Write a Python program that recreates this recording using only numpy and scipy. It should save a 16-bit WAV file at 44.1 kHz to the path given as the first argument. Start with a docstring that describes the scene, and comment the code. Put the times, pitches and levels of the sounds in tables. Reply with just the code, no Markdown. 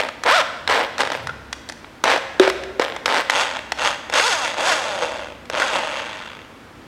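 """Power drill driving a tap

A power drill runs a tap into an engine casting through a long socket extension, over a concrete workshop floor.
Most pulls of the trigger take up the slack with a knock; the motor then spins up and runs down again.
Timed clicks and friction noise make the rattle and scrape, multiples of the beat rate make the whine.
Short loaded bursts give way to longer free runs. Struck metal rings, and a low hum wanders behind it all.
"""
import sys
import numpy as np
from scipy import signal
from scipy.fft import rfft, irfft, next_fast_len
from scipy.io import wavfile
from scipy.ndimage import uniform_filter1d

SR = 44100
rng = np.random.default_rng(int(sys.argv[2]) if len(sys.argv) > 2 else 0)


def dump(signal):
    """Clip the signal to [-1, 1] and save it as 16-bit WAV at the path in sys.argv[1]."""
    limited = np.clip(np.atleast_2d(signal).T, -1, 1)
    pcm = np.round(limited * 32767).astype(np.int16)
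    wavfile.write(sys.argv[1], SR, pcm)


N = 302947
TIME = np.arange(N) / SR

# Pulls of the trigger. Each row: start in seconds, spin-up in seconds, run-down in seconds,
# top speed in beats per second, time to half speed under drag alone in seconds,
# basic level at top speed in dB, basic growl and basic scrape in dB against the middle band.
TRIGGER_PULLS = [(-.03, .03, .13, 226, .013, -17, -1, -11), (.244, 0.12, 0.069, 760, .2, -14.5, 2.5, -18),
                 (.676, 0.041, 0.16, 313, 0.19, -17, 0, -15),
                 (.98, .033, 0.25, 216, .03, -19.5, -1.5, -9.5),
                 (2.036, .074, 0.079, 280, 0.14, -16, -2, -14),
                 (2.394, .033, 0.089, 212, .2, -20, -3, -12.5),
                 (2.794, 0.031, .18, 153, .025, -21.5, -2, -11.5),
                 (3.056, .124, 0.052, 174, .15, -20, -3.5, -10.5),
                 (3.305, .115, .21, 266, .035, -19, -6, -9.5), (3.765, 0.11, .1, 213, .12, -24, -7, -9.5),
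                 (4.11, 0.17, .36, 520, .15, -19, -3.5, -9.5), (4.555, .13, .7, 395, .26, -22.5, 1.5, -10),
                 (5.51, .14, .86, 275, 0.31, -23, -2, -12)]
# Moments when the drive binds and grinds louder. Each row: centre in seconds, half width in seconds, lift in dB.
BINDS = [(.3, 0.026, 3.5), (.41, 0.0098, 4), (1.14, 0.027, 6.5), (3.58, 0.026, 9), (3.86, 0.038, 6),
         (4.175, 0.025, 6.5), (4.33, 0.014, 5), (4.46, .025, 5), (4.71, 0.048, 6.5), (5.035, .02, 8),
         (5.76, .02, 6.5), (5.98, 0.031, 3.5)]
# Rattle colour with the tap cutting. Each row: frequency in Hz, density in dB per Hz.
CUTTING_COLOUR = [(88, -82), (150, -37.5), (259, -11.5), (327, -14), (533, -1.5), (729, -3.5), (904, 4.5),
                  (1140, 2), (1690, 4), (2310, -0.5), (3540, -4.5), (5770, -14), (6880, -21.5),
                  (7890, -19.5), (15900, -50)]
# Rattle colour with the tap running free. 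Each row: frequency in Hz, density in dB per Hz.
RUNNING_COLOUR = [(88, -43), (150, -22.5), (354, -9.5), (439, -14), (484, -2), (612, 7), (701, -7),
                  (886, -1.5), (1470, 1.5), (2310, -1.5), (2750, -3.5), (5440, -14.5), (6620, -19),
                  (9220, -24.5), (15900, -48.5)]
# Resonances of the gear case. Each row: frequency in Hz, width in Hz, lift in dB.
CASE_RESONANCES = [(609.2, 92, -3.5), (877, 210, 6), (1460, 32, 4.5), (2724, 120, 6.5), (3398.4, 500, 6),
                   (4740, 290, 3), (6509, 662, 8), (7820, 490, 5.5), (9160, 410, 3.5)]
# How the gear case radiates the whine. Each row: frequency in Hz, relative level in dB.
WHINE_RADIATION = [(250, -30), (420, -14), (560, 0), (750, -1), (950, 1), (1100, -1), (1400, 1), (1800, -7),
                   (2700, -10), (3550, -9), (5000, -26)]
# The faster the gears turn, the more they sing. Each row: speed in beats per second,
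# basic whine level in dB against the rattle.
GEAR_SINGING = [(100, -22), (180, -9), (260, -2.5), (400, 0), (500, 2), (700, 3)]
# Knocks of the socket and tap. Each row: time in seconds, relative level in dB,
# relative weight of the low band in dB, relative weight of the high band in dB.
KNOCKS = [(0.086, -13.5, -19, -24.5), (0.235, -8, -20, -20), (0.261, -6, -21, -28), (0.675, -3, -21, -21.5),
          (0.697, -7, -31, -26), (0.98, -10.5, -29, -19), (1.005, -2, -20, -24), (1.118, -8, -6, -21.5),
          (1.27, -10.5, -25, -23.5), (1.293, -17, -8, -32), (1.527, -9.5, -22, -17), (1.688, -18, -5, -7),
          (1.696, -14.5, -12, -17), (1.721, -21.5, -10, -14), (1.843, -22.5, -15, -43), (2.038, 2, -9, -18),
          (2.175, -8.5, 3, -20), (2.396, 2.5, -18, -23.5), (2.476, -2, -4, -27), (2.498, -5.5, -27, -21.5),
          (2.635, -16.5, -28, -22.5), (2.795, 2.5, 2, -24.5), (2.841, -14, -22, -22),
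          (2.962, -12.5, -10, -24), (3.057, 0, -15, -20), (3.297, 3, -20, -25), (3.305, -11.5, -33, -9),
          (3.719, -3.5, -12.5, -21), (4.097, -11.5, -4, -20.5), (4.137, -3, -13, -20),
          (4.196, -0.5, -26, -32), (5.454, -28, -33, -21), (5.498, -9.5, -4.5, -19.5),
          (5.598, -5, -15, -23), (5.619, -7, -28, -25)]
# Colour of a knock. Each row: frequency in Hz, density in dB per Hz.
KNOCK_COLOUR = [(71, -74), (120, -25), (482, 2.5), (1820, 5), (3040, -3), (3580, -1.5), (4770, -9),
                (5280, -7.5), (8280, -18), (12700, -31.5), (15900, -63)]
# Blows that leave the extension shaft ringing free. Each row: time in seconds, basic level in dB.
SHAFT_CLINKS = [(1.271, -45), (1.293, -27), (5.6, -22), (5.62, -11)]
# Shaft modes. Each row: frequency in Hz, relative level in dB, 60 dB decay time in seconds.
SHAFT_MODES = [(1430, -2, .06), (1545, -3, .05), (1830, -10, .04), (3400, -13, .04)]
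# The casting booms when the tap jams or stops. Each row: time in seconds, basic level in dB.
CASTING_THUDS = [(2.138, -17.5), (2.398, -8.5), (2.477, -16), (2.797, -23), (3.18, -27), (4.198, -15.5)]
# Casting modes. Each row: frequency in Hz, relative level in dB, 60 dB decay time in seconds.
CASTING_MODES = [(378, -6.5, 0.11), (485, -9, 0.046), (540, -1, .05)]
# Workshop echo. Each row: frequency in Hz, 60 dB decay time in seconds, level in dB.
ROOM_ECHO = [(150, 0.3, -50), (497, 1.2, -10.5), (1440, 1.02, -10), (4050, 0.87, -9.5), (8060, 0.9, -12.5),
             (15000, 0.42, -12)]
# Swells of the background hum. Each row: centre in seconds, half width in seconds, lift in dB.
HUM_SWELLS = [(.7, 0.072, 18), (1.45, 0.33, 14.5), (2.62, .25, 15.5), (3.8, 0.24, 11), (5.3, 0.36, 10)]
# Steady workshop tones. Each row: frequency in Hz, mean level in dB.
STEADY_TONES = [(98, -60), (229, -57)]
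# Colour of the room air. Each row: frequency in Hz, density in dB per Hz.
AIR_COLOUR = [(15, -48), (25, -18), (53, -6.5), (195, -6.5), (229, -5), (262, -1.5), (326, -3), (393, -9.5),
              (427, -6), (657, -10.5), (1480, -11.5), (1740, -13.5), (2750, -18.5), (15900, -43)]

# motor: starting speed and the shapes of spin-up and braking; the rattle fades in over the attack
START_BEATS_PER_S, SPIN_UP_CURVE, BRAKE_CURVE, ATTACK_S = 60, .8, 4, .024
# level follows speed, under power and while running down
DRIVEN_DB_PER_OCTAVE, COASTING_DB_PER_OCTAVE = 2.5, 7
# above cruising speed the low growl thins out; the high scrape grows with speed throughout
CRUISE_BEATS_PER_S, GROWL_LOSS_DB_PER_OCTAVE, SCRAPE_DB_PER_OCTAVE = 191, 11.5, 2.5
# the rattle switches from cutting to running free
FREE_FROM_S = 3.28
# while the tap bites hard, the gears grind instead of singing
BITE_FROM_S, BITE_TO_S, BITE_WHINE_DB = .6, 3.25, -8
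# unloaded gears sing more clearly in the run-down; a bind costs some whine per dB of lift
COASTING_WHINE_DB, BIND_WHINE_LOSS = 3, .4
# the tap leaves the casting, which stops carrying the rattle
WITHDRAWN_AT_S, WITHDRAW_FADE_S, WITHDRAWN_DB, WITHDRAWN_GROWL_DB = 6, .3, -1.5, -9.5
# the tap squeaks once in the thread; its pitch sags in Hz per second
SQUEAK_AT_S, SQUEAK_HALF_WIDTH_S, SQUEAK_HZ, SQUEAK_SAG, SQUEAK_DB = 1.298, .012, 1400, 5000, -25
# the hum sinks once in pitch; its level is the one between swells
HUM_HIGH_HZ, HUM_LOW_HZ, HUM_SINKS_AT_S, HUM_SINK_S, HUM_DB = 90, 64.2, 1.28, .115, -62
# the hum swells once in its overtones
OVERTONES_AT_S, OVERTONES_WIDTH_S, OVERTONES_DB = 1.27, .11, -42.5
AIR_DB = -43
CROSSOVER_HZ, CUTOFF_HZ = (800, 4000), 16000


def drill():
    """Rattle and whine follow the speed in pitch, strength and colour; they grind louder where the drive binds."""
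    speed, force, unloaded, (growl_db, scrape_db) = trigger()
    bind_db = swelling(BINDS)
    octaves = np.log2(speed / CRUISE_BEATS_PER_S)
    withdrawn = np.clip((TIME - WITHDRAWN_AT_S) / WITHDRAW_FADE_S + .5, 0, 1)
    force = force * from_db(bind_db + WITHDRAWN_DB * withdrawn)
    thinning_db = GROWL_LOSS_DB_PER_OCTAVE * np.maximum(octaves, 0)
    growl_db = growl_db + WITHDRAWN_GROWL_DB * withdrawn - thinning_db
    scrape_db = scrape_db + SCRAPE_DB_PER_OCTAVE * octaves

    beats = speed * (1 + .006 * drift(70))
    turns = np.cumsum(beats) / SR
    cutting = rattle(turns, beats, uneven_db=5.5, slop_s=.0004, scrape=.14, scrape_s=.0011,
                     rub_db=0, stray_db=-3.5)
    cutting = coloured(cutting, CUTTING_COLOUR)
    running = rattle(turns, beats, uneven_db=0, slop_s=.00005, scrape=.25, scrape_s=.0013,
                     rub_db=-3.5, stray_db=-1)
    running = coloured(running, RUNNING_COLOUR, CASE_RESONANCES)
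    contact = np.where(TIME < FREE_FROM_S, cutting, running)
    low, middle, high = (evened(part, .062) for part in split(contact))

    biting = (TIME > BITE_FROM_S) & (TIME < BITE_TO_S)
    whine_db = BITE_WHINE_DB * biting + COASTING_WHINE_DB * unloaded - BIND_WHINE_LOSS * bind_db
    singing = from_db(at_hz(GEAR_SINGING, speed) + whine_db)
    # when the gears sing, the rattle below the scrape gives way to them
    body = from_db(growl_db) * low + middle + singing * whine(turns, beats)
    body = body / np.sqrt(1 + singing ** 2)
    swarf = chips(per_s=130, level_db=-18.5, edge_hz=2200)
    return force * (body + from_db(scrape_db) * high) + np.sqrt(force) * swarf


def trigger():
    """Each pull spins the motor up; drag slows it, fast at first, and friction stops it.
    Gives speed, strength, how far the gears are unloaded (0-1) and colour over time."""
    speed = np.full(N, 1. 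* START_BEATS_PER_S)
    force, unloaded, colour = np.zeros(N), np.zeros(N), np.zeros((2, N))
    for start, spin_up_s, run_down_s, top, half_s, level_db, *colour_db in TRIGGER_PULLS:
        rise = np.clip((TIME - start) / spin_up_s, 0, 1)
        coast = np.clip(TIME - start - spin_up_s, 0, run_down_s)
        # both speeds are fractions: of the top speed, then of the driven speed
        driven = (START_BEATS_PER_S + (top - START_BEATS_PER_S) * rise ** SPIN_UP_CURVE) / top
        drag = np.sqrt(1 + (2 ** 2 - 1) * coast / half_s)
        friction = 1 - (coast / run_down_s) ** BRAKE_CURVE
        slowed = np.maximum(friction / drag, 1e-3)
        db = level_db + DRIVEN_DB_PER_OCTAVE * np.log2(driven) + COASTING_DB_PER_OCTAVE * np.log2(slowed)
        attack = np.minimum((TIME - start) / ATTACK_S, 1)
        # a new pull takes over from the one before
        on = TIME >= start
        speed[on] = np.maximum(top * driven * slowed, START_BEATS_PER_S / 2)[on]
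        force[on] = (from_db(db) * attack)[on]
        unloaded[on] = np.minimum(coast[on] / .047, 1)
        colour[:, on] = np.array(colour_db)[:, None]
    return speed, force, unloaded, colour


def rattle(turns, beats, uneven_db, slop_s, scrape, scrape_s, rub_db, stray_db):
    """One contact per beat, early or late through backlash, each with a short scrape; loose parts tick in between."""
    at = np.flatnonzero(np.diff(np.floor(turns)) > 0)
    timing, strength = rng.standard_normal((len(at), 2)).T
    # the slop is given for 200 beats per second and shrinks as the speed rises
    late = timing * slop_s * SR * 200 / beats[at]
    clicks = np.zeros(N)
    clicks[np.clip(at + late.astype(int), 0, N - 1)] = from_db(uneven_db * np.clip(strength, -2, 2))
    stray_hits = rng.random(N) < 2 * beats / SR
    strays = stray_hits * rng.uniform(-1, 1, N) * from_db(stray_db)
    scrapes = scrape * dying(clicks + abs(strays), scrape_s)
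    rub = from_db(rub_db) * np.sqrt(beats / SR)
    return strays - clicks + (scrapes + rub) * rng.standard_normal(N)


def whine(turns, beats, count=10):
    """Multiples of the beat swell as they glide through the resonant range of the case, each with a slight flutter."""
    tones = 0
    for k in range(1, count + 1):
        flutter_db = 2.5 * drift(50)
        wobble = .2 * drift(100)
        gain = from_db(at_hz(WHINE_RADIATION, k * beats) + flutter_db)
        tones = tones + gain * np.sin(2 * np.pi * k * turns + wobble)
    return evened(tones, .11)


def chips(per_s, level_db, edge_hz):
    """Swarf snaps off in tiny bright ticks while the tap cuts."""
    snaps = (rng.random(N) < per_s / SR) * rng.random(N) * (TIME < FREE_FROM_S)
    ticks = dying(snaps, .00059) * rng.standard_normal(N)
    bright = signal.butter(2, [edge_hz, 14000], "band", fs=SR, output="sos")
    return from_db(level_db) * signal.sosfilt(bright, ticks)


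def knocks(chatter, rise_s, chatter_s, knock_db, low_db, high_db):
    """Steel meets steel: one sharp blow and a few milliseconds of chatter."""
    out, size, lead = np.zeros(N + SR), SR // 20, SR // 200
    age = TIME[:size]
    envelope = np.minimum(age / rise_s, 1) ** 2 * np.exp(-age / chatter_s)
    for s, level_db, thud_db, edge_db in KNOCKS:
        blow = chatter * rng.standard_normal(size) * envelope
        blow[int(rise_s * SR)] += 1
        # silence ahead leaves room for the two-way band filters
        struck = coloured(np.pad(blow, (lead, 0)), KNOCK_COLOUR)
        low, middle, high = map(rms_one, split(struck))
        hit = from_db(thud_db + low_db) * low + middle + from_db(edge_db + high_db) * high
        start = int(s * SR) - lead
        out[start:start + len(hit)] += from_db(level_db + knock_db) * rms_one(hit)
    return out[:N]


def ringing(blows, modes):
    """Each blow sets every mode ringing with a strength of its own."""
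    out, age = np.zeros(N), TIME[:SR // 4]
    for s, blow_db in blows:
        start = int(s * SR)
        for hz, mode_db, t60 in modes:
            db = blow_db + mode_db + rng.normal(0, 6.5) - 60 * age / t60
            out[start:start + len(age)] += from_db(db) * np.sin(2 * np.pi * hz * age)
    # the metal radiates next to nothing below its lowest mode
    return signal.sosfilt(signal.butter(4, 290, "high", fs=SR, output="sos"), out + 1e-18)


def squeak():
    """A short stick-slip tone that sags in pitch."""
    age = TIME - SQUEAK_AT_S
    turns = SQUEAK_HZ * age - SQUEAK_SAG * age ** 2 / 2
    return from_db(SQUEAK_DB) * np.exp(-(age / SQUEAK_HALF_WIDTH_S) ** 2) * np.sin(2 * np.pi * turns)


def workshop(x, near_db, near_s):
    """Quick reflections off floor and engine, then a diffuse tail that decays at its own rate in each band."""
    age = TIME[:SR * 3 // 2]
    white, tail = rng.standard_normal(len(age)), 0
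    edges = np.geomspace(100, 17000, 9)
    for low, high in zip(edges, edges[1:]):
        hz = np.sqrt(low * high)
        decay = from_db(-60 * age / at_hz(ROOM_ECHO, hz)) * np.minimum(age / .028, 1)
        band_filter = signal.butter(2, [low, high], "band", fs=SR, output="sos")
        band = signal.sosfilt(band_filter, rng.standard_normal(len(age)))
        tail = tail + band * decay / np.linalg.norm(decay) * from_db(at_hz(ROOM_ECHO, hz, axis=2))
    near = white * np.exp(-age / near_s) * (age > .003)
    near = from_db(near_db) * near / np.linalg.norm(near)
    return signal.fftconvolve(x, tail + near)[:N]


def background():
    """Room air, two faint steady tones and a low hum that sinks and swells."""
    height = (1 - np.tanh((TIME - HUM_SINKS_AT_S) / HUM_SINK_S)) / 2
    hz = HUM_LOW_HZ + (HUM_HIGH_HZ - HUM_LOW_HZ) * height
    phase = 2 * np.pi * np.cumsum(hz * (1 + .015 * drift(25.1))) / SR
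    swell = from_db(OVERTONES_DB) / (1 + ((TIME - OVERTONES_AT_S) / OVERTONES_WIDTH_S) ** 2)
    overtones = swell * (np.sin(1.5 * phase + drift(40)) + .6 * np.sin(2 * phase + drift(50)))
    hum = from_db(HUM_DB + swelling(HUM_SWELLS)) * np.sin(phase) + overtones
    tones = 0
    for f, db in STEADY_TONES:
        tones = tones + from_db(db + 1.43 * drift(5.5)) * np.sin(2 * np.pi * f * TIME + drift(15))
    air = rms_one(coloured(rng.standard_normal(N), AIR_COLOUR))
    # the root of two makes the tone levels RMS levels
    return np.sqrt(2) * (hum + tones) + from_db(AIR_DB) * air


def from_db(db):
    """Decibels to gain."""
    return 10 ** (np.asarray(db) / 20)


def rms_one(x):
    """The same sound at RMS level 1."""
    return x / np.sqrt(np.mean(x ** 2) + 1e-20)


def at_hz(points, hz, axis=1):
    """One column of a table, read on a logarithmic axis."""
    points = np.array(points)
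    return np.interp(np.log(hz + 1), np.log(points[:, 0]), points[:, axis])


def drift(rate):
    """Random wandering of spread 1, with a new target so many times per second."""
    return rms_one(np.interp(TIME * rate, np.arange(4096), rng.standard_normal(4096)))


def swelling(rows):
    """Bell-shaped lifts in dB, added up over time."""
    return sum(lift_db * np.exp(-((TIME - s) / width_s) ** 2) for s, width_s, lift_db in rows)


def coloured(x, spectrum, peaks=()):
    """A causal (minimum-phase) body with a broad spectrum and resonant peaks."""
    size = 2 * next_fast_len(len(x) // 2 + 2048)
    hz = np.fft.rfftfreq(size, 1 / SR)
    db = at_hz(spectrum, hz)
    for f, width, lift in peaks:
        db = db + lift / (1 + (2 * (hz - f) / width) ** 2)
    # folding the cepstrum forward in time gives the minimum phase
    cepstrum = irfft(np.log(from_db(db)))
    cepstrum[1:size // 2] *= 2
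    cepstrum[size // 2 + 1:] = 0
    return irfft(rfft(x, size) * np.exp(rfft(cepstrum)))[:len(x)]


def split(x):
    """Low, middle and high parts that add up to x."""
    low, below = (signal.sosfiltfilt(signal.butter(4, edge, fs=SR, output="sos"), x) for edge in CROSSOVER_HZ)
    return low, below - low, x - below


def evened(x, seconds):
    """Level 1 over the given time, with the finer grain kept."""
    size = int(seconds * SR / 2) + 1
    power = uniform_filter1d(uniform_filter1d(x * x, size), size)
    return x / np.sqrt(np.abs(power) + 1e-12)


def dying(x, seconds):
    """Each click becomes an exponential tail."""
    return signal.lfilter([1], [1, -np.exp(-1 / (seconds * SR))], x + 1e-18)


def scene():
    """Drive, knocks and ringing metal sound in the workshop, over its background."""
    work = drill() + knocks(chatter=.51, rise_s=.002, chatter_s=.0027, knock_db=-21.5, low_db=4, high_db=12.5)
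    work = work + ringing(SHAFT_CLINKS, SHAFT_MODES) + ringing(CASTING_THUDS, CASTING_MODES) + squeak()
    return (work + workshop(work, near_db=-18, near_s=.011) + background())[None]


def record(dry):
    """The loudest peaks are rounded and the top is cut."""
    rounded = 1.2 * np.tanh(dry / 1.2)
    return signal.sosfilt(signal.ellip(10, .1, 80, CUTOFF_HZ, fs=SR, output="sos"), rounded)


dry = scene()
out = record(dry)
dump(out)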